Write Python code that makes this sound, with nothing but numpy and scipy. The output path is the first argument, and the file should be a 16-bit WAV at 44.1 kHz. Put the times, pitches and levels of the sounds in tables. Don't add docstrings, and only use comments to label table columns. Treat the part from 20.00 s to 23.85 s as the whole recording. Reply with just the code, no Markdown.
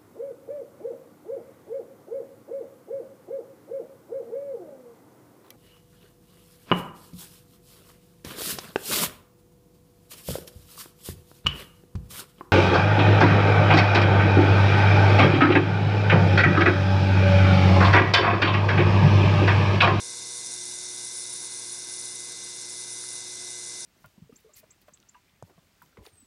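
import sys
import numpy as np
from scipy import signal
from scipy.fft import rfft, irfft, next_fast_len
from scipy.io import wavfile
from scipy.ndimage import uniform_filter1d

SR = 44100
rng = np.random.default_rng(int(sys.argv[2]) if len(sys.argv) > 2 else 0)


def wav_record(signal):
    frames = np.transpose(np.atleast_2d(signal))
    bounded = np.clip(frames, -1, 1)
    quanta = np.round(bounded * 32767).astype(np.int16)
    wavfile.write(sys.argv[1], SR, quanta)


def gain_from_db(level_db):
    decades = np.asarray(level_db, float) / 20
    return 10 ** decades


N = 169785

PULSE_HZ, DRIFT_HZ_PER_S, SLOWEST_S = 119.968, .0029, 1.9
PULSE_START = 0.22
# start_s, level_db
SURGE = [(0.0, -42.5), (0.35, -42), (0.7, -41), (1.05, -40.5), (1.4, -38), (1.75, -39.5), (2.1, -38),
         (2.45, -46.5), (2.8, -39.5), (3.15, -39.5), (3.5, -46.5), (3.85, -40)]
# start_s, level_db
SHAKE = [
    (0, -39.5),
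    (.5, -38),
    (1.3, -39.5),
    (2, -40),
    (2.55, -40.5),
    (3.0, -40),
    (3.85, -39.5),
]
# centre_hz, width_hz, density_db (per Hz)
WATER_MODES = [(6740, 460, -77.5), (6910, 280, -78), (7220, 190, -75), (7500, 160, -78.5), (7930, 160, -75),
               (8310, 260, -75), (8615, 187, -73.5), (9390, 200, -77.5), (9510, 210, -72), (9840, 146, -72),
               (9710, 180, -74), (10090, 180, -74), (10420, 160, -84), (12100, 160, -107)]


def turns():
    t = np.arange(N) / SR
    return PULSE_HZ * t + DRIFT_HZ_PER_S / 2 * (t - SLOWEST_S) ** 2


def control(curve):
    t, level_db = np.transpose(curve)
    return np.interp(np.arange(N) / SR, t, level_db - level_db.mean())


def wander(fast_hz, count=1):
    step = 32
    size = N // step + 2
    hz = np.fft.rfftfreq(size, step / SR)
    response = (hz > 0) / np.sqrt(1 + (hz / fast_hz) ** 4)
    v = irfft(rfft(rng.standard_normal((count, size))) * response, size)
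    v = v / v.std(1, keepdims=True)
    return np.array([np.interp(np.arange(N) / step, np.arange(size), row) for row in v])


def read(points, at):
    a, value = np.transpose(points)
    return np.interp(np.log(at + 1), np.log(a + 1), value)


def ring(drive, modes, gaps):
    size = 8192
    hz = np.fft.rfftfreq(size, 1 / SR)
    power = gain_from_db(read(gaps, hz)) ** 2
    for f, w, db in modes:
        power = power + gain_from_db(db) ** 2 / (1 + 0.49 * (2 * (hz - f) / w) ** 2) ** 2
    cepstrum = irfft(np.log(power * SR / 2) / 2, size)
    cepstrum = cepstrum[:size // 2] * np.where(np.arange(size // 2) > 0, 2, 1)
    response = irfft(np.exp(rfft(cepstrum, size)), size)[:size // 2]
    return signal.oaconvolve(drive, response)[:N]


def bubbles(drive_db, off_db, strike, pulse_db, flutter_db, clump_db, start=PULSE_START, swell=0.13):
    at = turns() - start + 1
    u = at % 1
    rise = np.sin(np.pi / 2 * np.minimum(u / swell, 1)) ** 2
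    hold = np.cos(np.pi / 2 * u ** 1.3)
    first_strike = strike * np.exp(-np.maximum(u - swell, 0) / 0.1)
    shape = rise * (hold + first_strike)
    gate = np.sqrt(gain_from_db(off_db) ** 2 + shape ** 2)
    own_db = pulse_db * rng.standard_normal(600)[at.astype(int)]
    flutter = wander(20)[0]
    flutter = flutter - uniform_filter1d(flutter, size=SR // 4)
    level = gate * gain_from_db(own_db + flutter_db * flutter + clump_db * wander(500)[0])
    level = level * gain_from_db(drive_db)
    return level / np.sqrt(np.mean(level ** 2)) * rng.standard_normal(N)


def flares():
    flare_events = [(0.04, 0.027, 1), (0.108, 0.014, 7), (0.148, 0.016, -4.8), (0.204, 0.014, -7),
                    (0.25, 0.011, -10), (0.432, 0.014, -6), (0.459, 0.023, 5.4), (0.484, 0.014, -4),
                    (0.536, 0.027, 6.5), (0.598, 0.02, -4.9), (0.68, 0.07, 3.5), (0.84, 0.02, 1),
                    (0.873, 0.014, -13), (0.892, 0.014, 3), (1.052, 0.045, 4.5), (1.102, 0.014, -10),
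                    (1.128, 0.012, -6), (1.17, 0.087, 5.5), (1.212, 0.012, 4.8), (1.252, 0.03, -2),
                    (1.34, 0.014, 6), (1.374, 0.012, 3), (1.476, 0.1, 1.5), (1.484, 0.014, -8),
                    (1.495, 0.014, -7), (1.62, 0.014, -5), (1.725, 0.011, 8.5), (1.772, 0.02, -3.8),
                    (1.82, 0.014, -6), (1.864, 0.03, -8), (1.944, 0.034, 3.5), (1.997, 0.03, 2.6),
                    (2.02, 0.02, -3.9), (2.132, 0.02, -5), (2.176, 0.013, -9), (2.338, 0.014, -9),
                    (2.364, 0.014, -2), (2.416, 0.014, -5.1), (2.446, 0.017, 8), (2.53, 0.014, -7.7),
                    (2.576, 0.014, -3.7), (2.64, 0.015, -7), (2.68, 0.016, -5.1), (2.743, 0.04, 1),
                    (2.81, 0.014, 4), (2.848, 0.045, -5), (2.897, 0.014, -5), (2.928, 0.03, 3.4),
                    (2.972, 0.03, -5), (3.048, 0.02, 4), (3.243, 0.07, -7), (3.384, 0.064, -5.0),
                    (3.445, 0.014, 9), (3.512, 0.02, 3.7), (3.756, 0.03, -6), (3.834, 0.014, -6)]
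    t = np.arange(N) / SR
    return sum(db * np.exp(-np.log(2) * (2 * (t - s) / length) ** 2) for s, length, db in flare_events)


def uneven():
    pulse = (turns() - PULSE_START + 1).astype(int)
    return rng.standard_normal(600)[pulse] + 0.7 * wander(600)[0]


def upper_water(flare, cloud):
    drive_db = 1.05 * control(SURGE) + 0.93 * flare + 0.73 * cloud
    noise = bubbles(drive_db, -17, 0.087, 0.3, 0.21, 0.2, start=0.14, swell=0.24)
    return ring(noise, WATER_MODES[7:12], [(100, -125), (20000, -125)])


def lower_water(flare, cloud):
    # freq_hz, density_db (per Hz)
    water_gaps = [(5500, -105), (6600, -83.5), (8000, -84.5), (9000, -85.5), (11000, -130)]
    drive_db = 1.03 * control(SHAKE) + 0.13 * flare + 0.51 * cloud
    noise = bubbles(drive_db, -8, .05, 0.4, 0.6, .2, start=0.099, swell=0.55)
    return ring(noise, WATER_MODES[:7], water_gaps)


def spray(flare, cloud):
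    # freq_hz, density_db (per Hz)
    spray_spectrum = [(8000, -105), (9000, -78), (10300, -82), (10800, -89.5), (11700, -96.5), (12400, -95)]
    drive_db = 0.17 * (control(SURGE) + control(SHAKE)) + 0.23 * flare + 1.4 * cloud
    noise = bubbles(drive_db, -13, .15, .4, 0.4, 0.3, start=0.19, swell=0.16)
    return ring(noise, WATER_MODES[12:], spray_spectrum)


def tank_wall():
    wall_hz = [3420, 3520, 3700, 3800, 4050, 4174, 4570, 4965, 5287, 5400, 5706, 5943, 6083, 6300]
    # width_hz, density_db (per Hz)
    wall_modes = [(80, -87.5), (75, -80), (74, -80), (71, -76), (129, -83.5), (65, -78), (88, -79.5),
                  (152, -77.5), (58.7, -72), (80, -73.5), (109, -74), (90, -71.5), (90, -72.5),
                  (248, -80.5)]
    # freq_hz, density_db (per Hz)
    wall_gaps = [(2500, -120), (3200, -99), (3600, -83.5), (4000, -82.5), (4700, -86.5), (5500, -84),
                 (6500, -85.5), (9000, -130)]
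    modes = [(hz, *row) for hz, row in zip(wall_hz, wall_modes)]
    return ring(bubbles(0.67 * control(SHAKE), 3.8, .1, 0.48, 0.3, 0.38), modes, wall_gaps)


def buzz(orders, follow, waver_db, waver_turns):
    answer_delays = [(0, .16), (8, .5), (16, .08), (29, .4), (33, .12), (37, .63), (42, .55), (46, .1)]
    # multiple, shaking (dB per dB), rocking (dB per dB), creep (dB per s)
    loose_partials = [(3, .05, 1, 0), (4, .05, -1.7, .3), (8, .3, -1, -1.3), (9, .05, -1.5, -.5),
                      (17, .05, 0, .8), (18, .05, 0, -.8), (30, .6, 0, -.4), (31, 2.3, 0, 0),
                      (35, .3, -1.2, -1.8), (42, 0, 0, .3), (45, 1.5, 0, 0), (48, 1, .8, -.8)]
    # start_s, level_db
    rocking = [(0, -2), (.4, -2.5), (.58, 2.5), (.9, 2.5), (1.05, 0), (1.5, 0), (1.6, -2), (1.78, 1.5),
               (2.2, 0), (2.32, -1.5), (2.45, .5), (3.3, .5), (3.5, 2.2), (3.65, 0), (3.85, 0)]
    k, db = np.transpose(orders)
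    size, slip = wander(6.7, count=len(k)), wander(6.1, count=len(k))
    start, delay = np.transpose(answer_delays)
    part = np.searchsorted(start, np.arange(64), "right") - 1
    late = np.cumsum(delay[part])[k.astype(int)]
    phase = k[:, None] * turns() - late[:, None]
    phase = phase + .25 * rng.random((len(k), 1)) + waver_turns * slip
    loose = {row[0]: row[1:] for row in loose_partials}
    response = [loose.get(int(m), (follow, 0, 0)) for m in k]
    shake, rock, creep = np.transpose(response)[:, :, None]
    db = db[:, None] + shake * control(SHAKE) + rock * control(rocking)
    db = db + creep * (np.arange(N) - N / 2) / SR
    return np.sqrt(2) * (gain_from_db(db + waver_db * size) * np.sin(2 * np.pi * phase)).sum(0)


def high_buzz():
    high_partials = [(30, -54.8), (31, -61.1), (32, -68.4), (34, -63.6), (35, -61.0), (36, -63.8),
                     (38, -62.9), (39, -62.7), (40, -63.1), (41, -64.3), (42, -57.0), (43, -65.2),
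                     (44, -62.0), (45, -59.8), (47, -63.4), (48, -53.9), (49, -52.8), (50, -57.4),
                     (51, -65.9), (52, -62.4), (53, -62.3), (54, -67.3), (55, -64.0)]
    return buzz(high_partials, follow=.3, waver_db=.7, waver_turns=.02)


def low_buzz():
    low_partials = [(2, -77.2), (3, -58.5), (4, -65.2), (6, -79.7), (7, -77.3), (8, -67.6), (9, -69.0),
                    (10, -80.5), (11, -72.8), (12, -74.1), (13, -72.1), (14, -71.4), (15, -76.5),
                    (16, -78.9), (17, -57.0), (18, -64.2), (19, -70.5), (20, -71.1), (21, -79.2),
                    (22, -80.7), (23, -73.9), (24, -71.2), (25, -82.5), (26, -80.4), (27, -80.6),
                    (28, -68.6)]
    return buzz(low_partials, follow=.05, waver_db=.7, waver_turns=.012)


def housing():
    # centre_hz, width_hz, density_db (per Hz)
    housing_modes = [(338, 55, -87.5), (500, 67, -94.5), (701, 56, -88), (960, 167, -87), (1160, 16, -99),
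                     (1551, 110, -82.5), (1870, 19, -90.5), (2052, 62, -86), (2110, 96, -96),
                     (2326, 82, -91), (2540, 79, -89.5), (2745, 51, -91.5), (2851, 11.6, -82.5),
                     (3186, 13, -87)]
    # freq_hz, density_db (per Hz)
    room_spectrum = [(25, -108), (60, -101), (150, -88.5), (330, -86), (900, -93.5), (1300, -95.5),
                     (3000, -101), (9000, -130)]
    return ring(bubbles(0.081 * control(SHAKE), 2.2, 0.23, 0.13, 0.56, 0.3), housing_modes, room_spectrum)


def ticks():
    # start_s, level_db (the envelope peaks 11 dB lower), pitch_hz
    knocks = [
        (3.0388, -26.5, 1500),
        (1.42, -34, 800),
        (1.735, -34, 1000),
    ]
    out, t = np.zeros(N), np.arange(600) / SR
    for s, db, hz in knocks:
        envelope = gain_from_db(db) * t / .0006 * np.exp(-t / .00045)
        out[round(s * SR):][:len(t)] += envelope * np.sin(2 * np.pi * hz * t)
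    return out


def fan():
    # pitch_hz, level_db (rms)
    hum_lines = [(54.5, -81.5), (76.7, -82), (96.9, -81), (118.4, -64.5), (145.3, -76.5), (199.2, -73.5),
                 (300.1, -75.5), (329.7, -94)]
    hz, db = np.transpose(hum_lines)
    phase = hz[:, None] * np.arange(N) / SR + rng.random((len(hz), 1)) + .015 * wander(3, count=len(hz))
    level_db = db[:, None] + .35 * wander(3, count=len(hz))
    return np.sqrt(2) * (gain_from_db(level_db) * np.sin(2 * np.pi * phase)).sum(0)


def scene():
    flare, cloud = flares(), uneven()
    hiss = upper_water(flare, cloud) + lower_water(flare, cloud) + spray(flare, cloud)
    body = tank_wall() + high_buzz() + low_buzz() + housing()
    return (hiss + body + ticks() + fan())[None]


def top_cut(x):
    return signal.sosfilt(signal.butter(12, 12470, fs=SR, output="sos"), x)


def record(dry):
    # freq_hz, gain_db
    mic_response = [(15, -15), (45, -4), (90, 0), (11990, 0), (12120, -12), (12260, -6), (12400, -17),
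                    (12520, -30)]
    # centre_hz, width_hz, depth_db
    rim_dips = [(3645, 40, -7), (8090, 70, -4), (9060, 200, -3), (9925, 90, -7), (10330, 150, -2)]
    size = next_fast_len(N + 4096)
    hz = np.fft.rfftfreq(size, 1 / SR)
    colour_db = read(mic_response, hz)
    colour_db = colour_db + sum(db * np.exp(-(2 * (hz - f) / w) ** 2) for f, w, db in rim_dips)
    mix = irfft(rfft(dry, size) * gain_from_db(colour_db), size)[:, :N]
    return top_cut(mix)


dry = scene()
out = record(dry)
wav_record(out)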